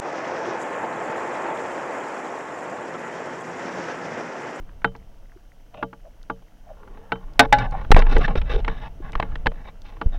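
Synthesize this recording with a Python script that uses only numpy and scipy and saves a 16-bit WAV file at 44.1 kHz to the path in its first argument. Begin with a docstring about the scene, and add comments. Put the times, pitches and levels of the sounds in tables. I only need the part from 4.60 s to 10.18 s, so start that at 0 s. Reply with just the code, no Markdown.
"""A speargun knocks under water as a diver handles it and a steel spear with a fish on it.
Each knock is a short crack plus the gun's own ringing tones. The spear clanks twice on the gun,
then scrapes along it in many tiny slips. Shoves sway the mount of a nearby camera housing, and the
biggest hits overload the microphone inside. Behind this come a few bright clicks, loose fittings
rattle faintly, three bubbles ring and water washes round the housing."""
import sys
import numpy as np
from scipy import signal
from scipy.fft import rfft, irfft, next_fast_len
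from scipy.io import wavfile

SR = 44100
rng = np.random.default_rng(int(sys.argv[2]) if len(sys.argv) > 2 else 0)


def master(y):
    """Save y as 16-bit WAV."""
    cut = np.clip(np.atleast_2d(y).T, -1, 1)
    pcm = np.round(cut * 32767)  # scale
    wavfile.write(sys.argv[1], SR, pcm.astype(np.int16))


N = 246078
T = np.arange(N) / SR

# A mode is a tone that an object rings at. A fade time (t60) is how long a sound takes to drop 60 dB.
# The modes of the gun and of the spear. Each row: pitch in Hz, base fade time in seconds,
# relative level in dB when hit in the middle, relative level in dB when hit at the end.
GUN_MODES = [(125, 0.43, -13.5, -13), (186.3, 0.35, -9, -9.5), (258.8, 0.11, -4.5, 0), (310, 0.1, -7, 0),
             (453.5, 0.24, -5, -5), (561.5, 0.28, -19.5, -15.5), (664, 0.11, -17.5, -5),
             (708.6, 0.064, 0.5, -2), (851.6, 0.068, 5.5, 6.5), (943, 0.067, -0.5, 2),
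             (1170, 0.067, -15, 5), (1340, 0.056, 6.5, -20.5), (1420, 0.04, -49, 12.5),
             (1509, 0.045, 10.5, -47), (1600, 0.04, 3, 3.5), (1985, 0.03, 3.5, -4.5),
             (2163, 0.019, 11, -2.5), (2730, 0.034, -6, -9.5), (3068, .21, -19, -28),
             (3780, 0.15, -31.5, -39), (3610, 0.056, -15, -42.5), (4100, 0.043, -18.5, -51.5)]
SPEAR_MODES = [(117, 0.41, -18, -15), (268.6, 0.14, -2, -16.5), (444.5, 0.3, -9.5, -26),
               (552, 0.26, -14.5, -18), (609.4, 0.12, -0.5, -13), (705.3, 0.09, 9.5, -32.5),
               (700.6, 0.038, -19, -0.5), (831.4, 0.13, 1, 6), (1090, 0.037, -24.5, -1),
               (1192, 0.078, 7, -84), (1395, .08, -13.5, -8.5), (1522, 0.096, 6.5, -7),
               (1699, 0.07, -21.5, -2), (1854, 0.049, 7, -28.5), (2022, 0.044, -41.5, 7.5),
               (2100, 0.11, -53.5, -15.5), (2291, 0.026, 0, 3), (2556, 0.035, -10, -21.5),
               (2682, 0.032, -5, -18), (2880, 0.24, -61, -34), (3696, 0.074, -5, -14.5),
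               (4000, 0.082, -29.5, -25), (4157, 0.089, -25.5, -27), (5270, 0.13, -41, -45)]
# Knocks on the gun, plus one crack of scraping that breaks through the overload at 3.345 s.
# Each row: start in seconds, level in dB, place (0 middle, 1 end), grip (0 free, 1 tight),
# crack pitch in Hz.
GUN_CRACKS = [(.091, -39, 0.58, 0.67, 1190), (.217, -43, 0.0026, 0.29, 1500),
              (0.2442, -12.5, 0, 0.14, 1430), (.274, -42, 0.89, 0, 1300), (.350, -36.5, 0.35, 0.16, 1360),
              (1.142, -30, 0.32, 0.62, 800), (1.2259, -22, 0.96, 0.0045, 1330),
              (1.329, -38.5, .9, 0.077, 1250), (1.698, -25, 0.93, 0, 1190), (1.822, -42, 0.82, 0.91, 643),
              (2.23, -49.5, 0.96, 0, 1390), (2.274, -47.5, .84, 0, 1390), (2.372, -46.5, 0.52, 0, 1290),
              (2.5191, -15.5, 0.027, 0.11, 1510), (2.555, -39, 0.51, 0, 1300),
              (3.247, -31, 0.91, 0.48, 1560), (3.3139, 6.5, 0.21, 0.39, 1520),
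              (3.3451, -5.5, 0.37, 0.88, 1490), (3.363, -5.5, .86, 0.28, 810),
              (3.4205, -20.5, .19, 0.19, 1990), (3.466, -25.5, 0.61, 0.13, 1800),
              (3.565, -11.5, 0.43, 0.37, 1910), (3.6789, -22, .37, 0.068, 1620),
              (3.754, -9.5, 0.27, 0.77, 360), (3.815, -24.5, 0.12, 0.49, 2630),
              (4.046, -20.5, 0, 0.71, 2030), (4.0788, -12.5, 0.44, 0.4, 1600),
              (4.5307, -24.5, 0, 0.78, 2300), (4.5522, -12.5, 1, 0.8, 1270), (4.5984, -6, 0, 1, 884),
              (4.625, -18.5, 0.8, 0.34, 1820), (4.755, -16, 0.18, 0.96, 1750),
              (4.8591, -8, 0.036, 0.96, 620), (4.8669, -2.5, 0.65, 0.68, 1640),
              (4.917, -26.5, 0.77, 1, 530), (5.367, -37, .7, 0.39, 875), (5.4129, -19.5, 0.96, 0.26, 1210)]
# Spear hits: two loud, one faint. Each row: start in seconds, ring level in dB, place (0 middle, 1 end),
# ring time multiplier, crack level in dB, crack pitch in Hz, crack fade time in seconds.
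SPEAR_CLANKS = [(2.7932, -4.5, 0.051, 0.79, 2.5, 1790, 0.045), (2.9252, -6, 0.9, 1.04, -14, 1730, 0.073),
                (2.985, -28, 0.6, 2.8, -32.5, 5340, 0.053)]
# Slides of the spear along the gun. Each row: start in seconds, length in seconds, level in dB,
# treble cutoff in Hz (higher when the spear bites harder).
SCRAPE_STROKES = [(1.138, 0.1, -49, 1150), (2.04, 1, -54.5, 1240), (2.8, 0.065, -23, 2010),
                  (2.96, 0.11, -28.5, 2130), (3.103, 0.15, -39, 1770), (3.345, 0.08, -26, 3740),
                  (3.43, 0.085, -41, 2000), (3.485, 0.12, -31, 3060), (3.602, 0.032, -27, 2600),
                  (3.628, 0.041, -30, 4200), (3.668, 0.078, -33, 1490), (3.754, 0.047, -36.5, 4100),
                  (3.846, 0.091, -47.5, 3020), (3.893, 0.078, -33.5, 4400), (3.973, 0.039, -39.5, 3500),
                  (4.039, 0.19, -44, 2620), (4.199, 0.088, -41, 2940), (4.421, 0.093, -43, 2200),
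                  (4.5, 0.27, -48.5, 1880), (4.926, 0.19, -53, 2310), (5.043, 0.066, -47.5, 2770),
                  (5.243, 0.068, -51.5, 5420), (5.287, .1, -57, 3080), (5.519, 0.085, -45, 2880)]
# Groans where the grip sticks and slips. Each row: start and length in seconds, level in dB, pitch in Hz.
GRIP_GROANS = [(0, 0.055, -56, 304), (1.134, 0.12, -43, 624), (1.138, 0.088, -56, 2680),
               (1.431, 0.067, -51.5, 593), (2.059, 0.11, -48, 662), (2.18, 0.25, -57.5, 420),
               (2.83, 0.039, -32.5, 255), (2.983, .1, -31, 787), (3.134, 0.034, -30, 780),
               (3.361, .04, -18.5, 495), (3.554, 0.043, -22.5, 445), (3.635, 0.025, -26, 1720),
               (3.894, 0.11, -31, 437), (4.202, 0.093, -46, 900)]
# Shoves on the mount. Each row: start in seconds, level in dB, length of the push in seconds.
MOUNT_SHOVES = [(3.3065, 12, .0115), (3.3455, 1, .018), (3.553, -10, .014), (3.588, -11, .012),
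                (3.775, -9, .013), (3.812, -16, .012), (3.975, -16, .018), (4.555, -17, .022),
                (4.599, -19, .004), (4.729, -21, .014), (4.86, -17, .005), (4.872, -17, .018),
                (5.4605, -7, .011)]
# Short, bright clicks; the one at 2.985 s is the sharp edge of the faint spear hit.
# Each row: start in seconds, level in dB.
BRIGHT_CLICKS = [(.364, -46.5), (1.63, -42), (2.736, -46), (2.985, -49), (3.111, -40.5), (3.392, -21),
                 (3.583, -29.5), (4.521, -36), (5.219, -41)]
# Bubbles shaken loose. Each row: start in seconds, level in dB, first pitch in Hz, fade time in seconds.
LOOSE_BUBBLES = [(0.508, -45, 500, 0.013), (0.761, -33.5, 351, 0.045), (4.403, -19, 323, 0.022)]
# How hard the diver's movement drives water past the housing. Each row: time in seconds, strength in dB.
WATER_FLOW = [(0, -18), (.9, -28.5), (1.9, -27), (2.6, -21), (3.0, -7.5), (3.5, -5.5), (4.0, -3.5),
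              (4.35, -17), (4.7, -7.5), (5.17, -22), (5.58, -11)]
# The tone colour of each noise. Each row: frequency in Hz, relative level in dB.
RUB_SPECTRUM = [(110, -1.5), (200, 1), (350, -5), (600, -6), (850, 2.5), (1300, -7), (1700, -7.5),
                (2500, -13.5), (3800, -7.5), (4500, -31), (7000, -21.5)]
GRIT_SPECTRUM = [(2500, 12.5), (4200, 0.5), (5700, -3), (6800, -18), (9500, -23.5), (11300, -19),
                 (12500, -26), (16000, -30.5)]
WASH_SPECTRUM = [(70, -54.5), (170, 2), (330, -3.5), (700, -4.5), (1000, -11.5), (2000, -18.5),
                 (3000, -19.5), (4500, -33.5)]
SURGE_SPECTRUM = [(10, -11.5), (25, -2), (40, -12), (65, -23.5), (105, -25.5), (160, -31), (250, -48.5)]
HISS_SPECTRUM = [(1500, -7.5), (2300, -11.5), (3050, -2.5), (3500, -11), (4500, -11.5), (6000, -7.5),
                 (7500, -16.5), (15500, -15.5)]

CRACK_T60_S = 0.033  # fade time of a 1500 Hz crack on the freely ringing gun


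def gun_cracks():
    """The tighter the hand holds the gun, the weaker and shorter its ring, down to a dry clack."""
    hits = []
    for start, db, place, grip, crack_hz in GUN_CRACKS:
        ring_db = db - 1.5 - 17 * grip
        ring_length = 0.83 * np.exp(-grip)
        crack_t60 = CRACK_T60_S * (1500 / crack_hz) ** 0.37 * np.exp(-0.76 * grip)  # low cracks linger
        hits.append((start, ring_db, place, ring_length, db, crack_hz, crack_t60))
    return strike(hits, GUN_MODES, rise_s=0.0017, crack_width=0.31, cutoff_hz=3690, leak_db=-35.5)


def spear_clanks():
    """The steel spear hits the gun and rings, with a sharper start than a knock."""
    return strike(SPEAR_CLANKS, SPEAR_MODES, rise_s=0.00077, crack_width=0.64,
                  cutoff_hz=4130, leak_db=-18.5)


def strike(hits, modes, rise_s, crack_width, cutoff_hz, leak_db):
    """Each hit makes a short, noisy crack and rings the modes; where it lands sets their mix."""
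    out, t = np.zeros(N), T[:SR // 2]
    hz, t60, middle_db, end_db = np.transpose(modes)[:, :, None]
    waves = np.sin(2 * np.pi * hz * t)
    rise = 1 - np.exp(-(t / rise_s) ** 2)  # the contact takes a moment to build up
    for start, ring_db, place, ring_length, crack_db, crack_hz, crack_t60 in hits:
        weights = amp(ring_db + middle_db + place * (end_db - middle_db))
        ring = np.sum(weights * waves * fade(t, t60 * ring_length), axis=0)
        crack = resonate(rng.standard_normal(len(t)), crack_hz, crack_width * crack_hz)
        treble_db = leak_db + 11.5 * np.log2(CRACK_T60_S / crack_t60)  # shorter cracks are brighter
        muffled = lowpass(crack, cutoff_hz, order=4)  # the housing lets little treble in
        crack = unit(muffled + amp(treble_db) * crack)
        add(out, start, rise * (ring + amp(crack_db) * crack * fade(t, crack_t60)))
    return out


def spear_scrape(slips):
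    """Countless tiny slips ring the sliding spear; a harder bite sounds brighter and grittier."""
    out = np.zeros(N)
    # The moving contact favours one mode, then another.
    ringing = unit(sum((-1) ** k * resonate(slips, hz, 56 + hz / 100) * amp(3.5 * drift(per_second=11))
                       for k, (hz, *_) in enumerate(SPEAR_MODES)))
    rubbing = colour(unit(slips) + amp(6.5) * ringing, RUB_SPECTRUM)
    grit = colour(slips, GRIT_SPECTRUM)
    for start, length, db, cutoff_hz in SCRAPE_STROKES:
        span, swell = stroke(start, length)
        rub = unit(lowpass(rubbing[span], cutoff_hz, order=2))
        grit_db = -16 + 11 * np.log2(cutoff_hz / 2955)
        out[span] += amp(db) * swell * (rub + amp(grit_db) * grit[span])
    return out


def grip_groans(slips):
    """The grip sticks and slips, groaning or squeaking around one pitch at a time."""
    out = np.zeros(N)
    for start, length, db, hz in GRIP_GROANS:
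        span, swell = stroke(start, length)
        width_hz = 50 + 0.18 * hz
        groan = resonate(resonate(slips[span], hz, width_hz), hz, width_hz)
        out[span] += amp(db) * swell * unit(groan)
    return out


def stroke(start, length):
    """The samples one slide covers, and its swell: louder as it speeds up, softer as it slows."""
    span = (T >= start) & (T < start + length)
    speed = np.interp(np.linspace(0, 1, span.sum()), [0, 0.41, 1], [0, 1, 0])
    return span, unit(speed ** 0.51)


def mount_sway(swing_hz, swing_t60, recoil_s):
    """Each shove is a quick push and a slower recoil, and leaves the mount swinging in the water."""
    out, t = np.zeros(N), T[:SR]
    swing = amp(-15) * np.sin(2 * np.pi * swing_hz * t) * fade(t, swing_t60)
    for start, db, push_s in MOUNT_SHOVES:
        push = np.sin(np.pi * np.clip(t / push_s, 0, 1))
        recoil = 0.28 * np.sin(np.pi * np.clip((t - push_s) / recoil_s, 0, 1))
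        add(out, start, amp(db) * (push - recoil + swing))
    return out


def bright_clicks(hz, width_hz, t60):
    """Short, bright clicks, each a tiny burst of noise."""
    out, t = np.zeros(N), T[:SR // 20]
    for start, db in BRIGHT_CLICKS:
        noise = rng.standard_normal(len(t))
        click = unit(resonate(resonate(noise, hz, width_hz), hz, width_hz))
        add(out, start, amp(db) * click * fade(t, t60))
    return out


def loose_fittings(level_db):
    """Loose fittings tick faintly, each on its own mode of the gun, softened by the water."""
    ringing = sum(resonate(grains(per_second=8.4, spread_db=1.5), hz, width_hz=300)
                  for hz, *_ in GUN_MODES if 600 < hz < 2800)
    return amp(level_db) * unit(lowpass(ringing, cutoff_hz=2300, order=6))


def bubbles(glide):
    """Each bubble rings briefly, rising a little in pitch."""
    out, t = np.zeros(N), T[:SR // 8]
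    for start, db, hz, t60 in LOOSE_BUBBLES:
        phase = 2 * np.pi * hz * t * (1 + glide * t / t60)
        rise = 1 - np.exp(-hz * t)
        add(out, start, amp(db) * np.sin(phase) * rise * fade(t, t60))
    return out


def water():
    """Flowing water washes by, faintly rings the gun and presses on the housing; a hiss stays steady."""
    flow_db = np.interp(T, *np.transpose(WATER_FLOW))
    eddies = rng.standard_normal(N)
    ringing = unit(sum(resonate(eddies, hz, width_hz=35) * amp(3.5 * drift(per_second=14))
                       for hz, *_ in GUN_MODES))
    wash = amp(-44.5 + 0.57 * flow_db) * colour(eddies + amp(-11.5) * ringing, WASH_SPECTRUM)
    pressure = amp(-17.5 + flow_db) * colour(rng.standard_normal(N), SURGE_SPECTRUM)
    hiss = amp(-69) * colour(rng.standard_normal(N), HISS_SPECTRUM)
    return wash + pressure + hiss


def amp(db):
    """Turn decibels into a number to multiply by."""
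    return 10 ** (np.asarray(db) / 20)


def unit(x):
    """Scale x so that its average level (rms) is 1."""
    return x / np.sqrt(np.mean(x ** 2))


def fade(t, t60):
    """A curve that starts at 1 and drops 60 dB every t60 seconds."""
    return np.exp(-np.log(1000) * t / t60)


def add(out, start, x):
    """Mix x into out, beginning at start seconds."""
    i = int(start * SR)
    out[i:i + len(x)] += x[:N - i]


def lowpass(x, cutoff_hz, order):
    """Turn down the treble above the cutoff; a higher order cuts more steeply."""
    return signal.sosfilt(signal.butter(order, cutoff_hz, fs=SR, output="sos"), x)


def resonate(x, hz, width_hz):
    """Keep the part of x near one pitch; a narrower band rings longer."""
    return signal.lfilter(*signal.iirpeak(hz, hz / width_hz, fs=SR), x)


def colour(x, spectrum):
    """Shape the lows and highs of x with a spectrum table, then set its average level to 1."""
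    hz, db = np.transpose(spectrum)
    size = next_fast_len(N)
    freqs = np.maximum(np.fft.rfftfreq(size, 1 / SR), 1)
    octaves_outside = np.maximum(np.log2(hz[0] / freqs), 0) + np.maximum(np.log2(freqs / hz[-1]), 0)
    gain = amp(np.interp(np.log(freqs), np.log(hz), db) - 24 * octaves_outside)
    return unit(irfft(rfft(x, size) * gain, size)[:N])


def drift(per_second):
    """A value that glides from one random number to the next, mostly between -1 and 1."""
    points = rng.standard_normal(1024)
    return np.interp(T * per_second, np.arange(len(points)), points)


def grains(per_second, spread_db):
    """Tiny clicks at random times, a few much larger than the rest."""
    sizes = amp(spread_db * np.minimum(rng.exponential(size=N), 5))
    happens = rng.random(N) < per_second / SR
    return unit(happens * sizes * rng.standard_normal(N))


def scene():
    """Add up everything that reaches the one microphone in the housing."""
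    hits = gun_cracks() + spear_clanks()
    slips = grains(per_second=2300, spread_db=2) * amp(2.5 * drift(per_second=160))  # a juddering slide
    sliding = spear_scrape(slips) + grip_groans(slips)
    sway = mount_sway(swing_hz=24.66, swing_t60=0.99, recoil_s=0.03)
    rattle = loose_fittings(level_db=-69.5)
    clicks = bright_clicks(hz=4500, width_hz=2250, t60=0.0065)
    background = bubbles(glide=0.078) + water()
    return (hits + sliding + sway + rattle + clicks + background)[None]


def record(dry):
    """The biggest hits overload the microphone and are cut flat; then the highest treble is removed."""
    overload, top_hz = 0.71, 15900
    clipped = np.clip(dry, -overload, overload)
    return signal.sosfilt(signal.ellip(8, 0.2, 70, top_hz, fs=SR, output="sos"), clipped)


dry = scene()
out = record(dry)
master(out)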